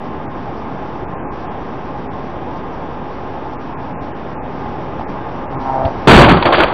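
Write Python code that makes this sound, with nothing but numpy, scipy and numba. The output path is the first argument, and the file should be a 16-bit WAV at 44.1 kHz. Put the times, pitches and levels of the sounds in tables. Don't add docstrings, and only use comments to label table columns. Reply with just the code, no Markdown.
import sys
import numpy as np
from scipy import signal
from scipy.fft import rfft, irfft
from scipy.io import wavfile
from scipy.ndimage import uniform_filter1d
from numba import njit

SR = 44100
rng = np.random.default_rng(int(sys.argv[2]) if len(sys.argv) > 2 else 0)


def bounce(signal):
    frames = np.transpose(np.atleast_2d(signal))
    limited = np.clip(frames, -1, 1)
    pcm = np.round(limited * 32767).astype(np.int16)
    wavfile.write(sys.argv[1], SR, pcm)


def level_to_linear(level):
    exponent = np.asarray(level, float) / 20
    return 10 ** exponent


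N = 296793
T = np.arange(N) / SR


def rms1(x):
    return x / np.sqrt(np.mean(x ** 2))


@njit
def moving_band(x, centre_hz, width_hz):
    y, band_state, low_state = np.empty(len(x)), 0., 0.
    for i in range(len(x)):
        g = np.tan(np.pi * centre_hz[i] / SR)
        damping = width_hz / centre_hz[i]
        v = (band_state + g * (x[i] - low_state)) / (1 + g * (g + damping))
        band_state = 2 * v - band_state
        low_state += 2 * g * v
        y[i] = damping * v
    return y


def band(x, hz, width_hz):
    return signal.lfilter(*signal.iirpeak(hz, hz / width_hz, SR), x)


def body(x, modes):
    out = 0
    for k, (hz, width_hz, db) in enumerate(modes):
        out = out + (-1) ** k * level_to_linear(db) * rms1(band(x, hz, width_hz))
    return rms1(out)


def steep(x, hz, kind):
    return signal.sosfilt(signal.ellip(12, .2, 80, hz, kind, fs=SR, output="sos"), x)


def walk(rate_hz):
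    k = int(SR / rate_hz)
    held = np.repeat(rng.standard_normal(N // k + 1), k)
    return 1.1 * uniform_filter1d(uniform_filter1d(held, k), k)[:N]


def grains(rate_hz, spread_db):
    size_db = spread_db * np.minimum(rng.exponential(size=N), 3)
    return (rng.random(N) < rate_hz / SR) * level_to_linear(size_db) * rng.choice([-1, 1], N)


def add(out, s, sound):
    i = int(s * SR)
    out[i:i + len(sound)] += sound[:N - i]


def ring(hz, t60_s, crackle_share):
    t = T[:SR // 5]
    noise = rng.standard_normal(len(t))
    crackle = rms1(band(band(noise, 2300, 2600), 2300, 2600))
    fade = np.exp(-np.log(1000) * t / t60_s)
    return fade * ((1 - crackle_share) * np.sin(2 * np.pi * hz * t) + crackle_share * fade * crackle)


def surge(s, attack_s, hold_s, fade_db_per_s):
    rise = np.clip((T - s) / attack_s, 0, 1)
    return rise * level_to_linear(-fade_db_per_s * np.maximum(T - s - attack_s - hold_s, 0))


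# f/Hz, density/dB per Hz
ROAR = [(16, -40), (28, -1.5), (54, -2.5), (87, -2), (185, 1), (222, -9.5), (256, 1), (314, -1),
        (653, -7.5), (851, -1), (981, -7), (1060, -12.5), (1390, -19.5), (3600, -36.5), (4680, -57),
        (7920, -120)]
# f/Hz, width/Hz, level/dB
CABIN_MODES = [(262, 20, -15), (375.6, 13, -19), (835.7, 6.8, -14), (883, 21, -17.5), (1053, 13, -14.5),
               (1207, 11, -20.5), (1575, 110, -24)]
# t/s, peak/dB, ring f/Hz
ROAD_JOINTS = [
    (1.029, -23, 237),
    (4.659, -13, 770),
    (4.995, -9, 710),
    (5.011, -8, 830),
    (5.019, -16, 824),
    (5.087, -18, 202),
    (5.094, -12, 299),
    (5.1, -10, 248),
]
ROAR_DB = -26
SHOULDER_S, SHOULDER_DB = 4.6, 1.35
VERGE_S, VERGE_DB_PER_S = 5.85, 12


def road():
    swell = walk(2.5)
    colour_hz, colour_db = np.transpose(ROAR)
    grit = 0.42 * grains(900, 2.1)
    tread = rms1(rng.standard_normal(N) + grit)
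    out = 0
    for hz in 25 * 2 ** np.arange(0, 7.4, 1 / 3):
        db = np.interp(np.log(hz), np.log(colour_hz), colour_db) + 10 * np.log10(hz)
        db = db + 0.32 * swell + 0.85 * walk(9)
        noise = rng.standard_normal(N) + grit
        out = out + level_to_linear(db) * rms1(band(band(noise, hz, hz / 2.13), hz, hz / 2.38))
    out = rms1(out)
    for hz, width_hz, db in CABIN_MODES:
        out = out + level_to_linear(db) * rms1(band(tread, hz, width_hz))
    rough_db = SHOULDER_DB * (T > SHOULDER_S) + VERGE_DB_PER_S * np.clip(T - VERGE_S, 0, .15)
    out = steep(out, 3750, "low") * level_to_linear(ROAR_DB + rough_db)
    for s, db, hz in ROAD_JOINTS:
        add(out, s, level_to_linear(db - 4.5) * ring(hz, 0.025, 0.048))
    return out


# t/s, attack/s, hold/s, tyre level/dB, axle hum level/dB
STRIP_CONTACTS = [
    (5.51, 0.047, .02, -26, -27.5),
    (5.595, 0.097, 0.19, -18, -29.5),
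]
# t/s, peak/dB, ring f/Hz, t60/s
THUMPS = [
    (5.85, -1, 89.5, 0.059),
    (6.076, 1, 120.5, 0.077),
    (6.14, 2.5, 225.4, 0.072),
    (6.256, -8.5, 112, 0.14),
    (6.295, -1.5, 150, 0.091),
    (6.329, -2.5, 130.6, 0.076),
    (6.368, -8, 173, 0.087),
    (6.454, -8.5, 129.7, 0.074),
]
GROOVE_HZ, LIFT_OFF_DB_PER_S = 133.4, 423
TYRE_HZ, SQUASHED_HZ, LOAD_S, SAG_HZ_PER_S = 877, 690, 5.64, 950


def strip():
    tyre_hz = np.clip(TYRE_HZ - SAG_HZ_PER_S * (T - LOAD_S), SQUASHED_HZ, TYRE_HZ)
    cycles = np.cumsum(GROOVE_HZ * (1 + .004 * walk(40))) / SR
    slaps = np.diff(np.floor(cycles), prepend=0) * level_to_linear(1.5 * walk(130))
    push = rms1(slaps) + .85 * rng.standard_normal(N)
    tyre = push
    for _ in range(3):
        tyre = moving_band(tyre, tyre_hz, 420.)
    tyre = rms1(tyre) + level_to_linear(-16) * rms1(band(band(push, 1240, 150), 1210, 150))
    tones = np.sin(2 * np.pi * cycles) + np.sin(4 * np.pi * cycles + 1)
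    hum = level_to_linear(2.2 * walk(30)) * tones
    out = np.zeros(N)
    for s, attack_s, hold_s, tyre_db, hum_db in STRIP_CONTACTS:
        contact = surge(s, attack_s, hold_s, LIFT_OFF_DB_PER_S)
        out += contact * (level_to_linear(tyre_db) * tyre + level_to_linear(hum_db) * hum)
    soft_start = np.minimum(T[:SR // 5] / 0.011, 1)
    for s, db, hz, t60_s in THUMPS:
        add(out, s, level_to_linear(db + 4.5) * soft_start * ring(hz, t60_s, 0.14))
    return out


# t/s, hold/s, crumple/dB, boom/dB, splinter/dB
IMPACTS = [
    (6.071, .14, 2.5, -1.5, -3),
    (6.232, .01, -7.5, -6, -9),
    (6.279, 0.029, -8, -4.5, -13.5),
    (6.328, .01, -12, -11, -19.5),
]
# t/s, hold/s, crumple/dB, boom/dB, splinter/dB
LOOSE_PARTS = [
    (6.362, 0.0071, -14.5, -22.5, -23),
    (6.45, 0.017, -9, -24.5, -18.5),
    (6.486, 0.017, -14.5, -36, -29.5),
    (6.52, 0.027, -12.5, -28, -13.5),
    (6.575, .015, -13, -24, -20.5),
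    (6.598, 0.0062, -9.5, -27, -13.5),
    (6.618, .02, -13, -22, -20),
]
# crumple/dB, boom/dB, splinter/dB
SLIDE_LEVEL_DB = (-19, -47.5, -27.5)
FADE_RATIO = (0.94, 0.86, 1.76)
BLOW_ATTACK_S, BLOW_FADE_DB_PER_S = 0.0075, 300
RATTLE_ATTACK_S, RATTLE_FADE_DB_PER_S = .007, 480


def force():
    ratio = np.array(FADE_RATIO)[:, None]
    slide = surge(IMPACTS[0][0], BLOW_ATTACK_S, 1, 0)
    power = (slide * level_to_linear(np.array(SLIDE_LEVEL_DB))[:, None]) ** 2
    for rows, attack_s, fade_db_per_s in (
            (IMPACTS, BLOW_ATTACK_S, BLOW_FADE_DB_PER_S),
            (LOOSE_PARTS, RATTLE_ATTACK_S, RATTLE_FADE_DB_PER_S)):
        for s, hold_s, *db in rows:
            gain = surge(s, attack_s, hold_s, fade_db_per_s * ratio)
            power = power + (gain * level_to_linear(np.array(db))[:, None]) ** 2
    return np.sqrt(power)


# f/Hz, width/Hz, level/dB
SHELL_MODES = [(45.6, 19, -4.5), (68, 30, -2), (138.6, 34, -0.5), (233.6, 76, 0)]
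# f/Hz, width/Hz, level/dB
PANEL_MODES = [(337, 81, 2), (492, 206, 4.5), (650, 238, 5.5), (950, 120, 1), (1080, 128, -1),
               (1330, 190, -3.5)]
# f/Hz, width/Hz, level/dB
TRIM_MODES = [(1530, 260, -1.5), (2280, 900, -2), (3256, 870, -2), (3430, 170, -6.5), (4660, 630, -20)]
# t/s, peak/dB, ring f/Hz, crackle share/0-1
SINGLE_CRACKS = [(6.073, -3, 1080, 0.3), (6.08, 5.5, 774, .4), (6.192, 3, 583, 0.3), (6.244, -1, 968, 0.4),
                 (6.291, 0.5, 703, .5), (6.332, -8, 1207, 0.3), (6.37, -9, 586, .36),
                 (6.425, -3, 945, 0.49), (6.455, 0, 617, 0.3), (6.461, -4.5, 690, 0.39),
                 (6.493, -18, 694, 0), (6.525, -2, 1053, 0.2), (6.535, -15, 1087, 0.3),
                 (6.544, -4, 1330, 0.2), (6.554, -9.5, 755, .6), (6.571, -10.5, 848, 0.6),
                 (6.583, -1, 618, .25), (6.603, -2.5, 1437, 0.2), (6.621, -3.5, 1137, 0.3),
                 (6.635, -4.5, 945, .55), (6.682, -20, 703, .5)]
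CRACK_T60_S = 0.056


def wreck():
    crumple, boom, splinter = force()
    tearing_db = 2.0 * walk(90) * (T < 6.33)
    out = crumple * level_to_linear(tearing_db) * body(grains(2500, 3.8), PANEL_MODES)
    out += boom * body(grains(300, 3.1), SHELL_MODES)
    out += splinter * level_to_linear(0.84 * tearing_db) * body(grains(4900, 4.1), TRIM_MODES)
    for s, db, hz, crackle_share in SINGLE_CRACKS:
        add(out, s, level_to_linear(db) * ring(hz, CRACK_T60_S, crackle_share))
    return out


def scene():
    return (road() + strip() + wreck())[None]


# grid step number, lost above f/Hz
TREBLE_LOSSES = [(0, 2700), (17, 2700), (19, 2900), (20, 3200), (21, 2700), (22, 2700), (26, 3400),
                 (39, 2700), (71, 2900), (75, 2700), (79, 2900), (80, 2900), (83, 3200), (88, 2900),
                 (89, 2700), (103, 2700), (112, 2900), (114, 2700)]
FIRST_DIP_S, DIP_STEP_S, DIP_WIDTH = .278, 2048 / SR, .8


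def dropouts(x):
    spectrum, hz = rfft(x), np.fft.rfftfreq(N, 1 / SR)
    frame = (T - FIRST_DIP_S) / DIP_STEP_S
    edges_hz = sorted({edge_hz for _, edge_hz in TREBLE_LOSSES}) + [SR]
    for lo, hi in zip(edges_hz, edges_hz[1:]):
        lost = 0
        for k, edge_hz in TREBLE_LOSSES:
            if edge_hz <= lo:
                lost = lost + np.cos(np.pi / 2 * np.clip(frame - k, -1, 1)) ** 2
        kept = np.round(np.clip(1 - lost, 0, 1), decimals=9) ** DIP_WIDTH
        x = x - (1 - kept) * irfft(spectrum * ((hz >= lo) & (hz < hi)), N)
    return x


def low_pass(x):
    return signal.sosfilt(signal.butter(12, 15800, fs=SR, output="sos"), x)


def record(dry):
    x = steep(np.clip(dry[0], -.91, .91), 4710, "low")
    hiss_db = 1.9 * walk(25) + 4.1 * (T > 5.6)
    hiss = rms1(band(rng.standard_normal(N), 3600, 4000)) * level_to_linear(hiss_db)
    hiss = steep(steep(hiss, 3700, "high"), 5896, "low")
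    x += level_to_linear(-54.0) * hiss * (T < 6.07)
    x = np.clip(1.02 * dropouts(x) + 0.028, -1, 1)
    return low_pass(x[None])


dry = scene()
out = record(dry)
bounce(out)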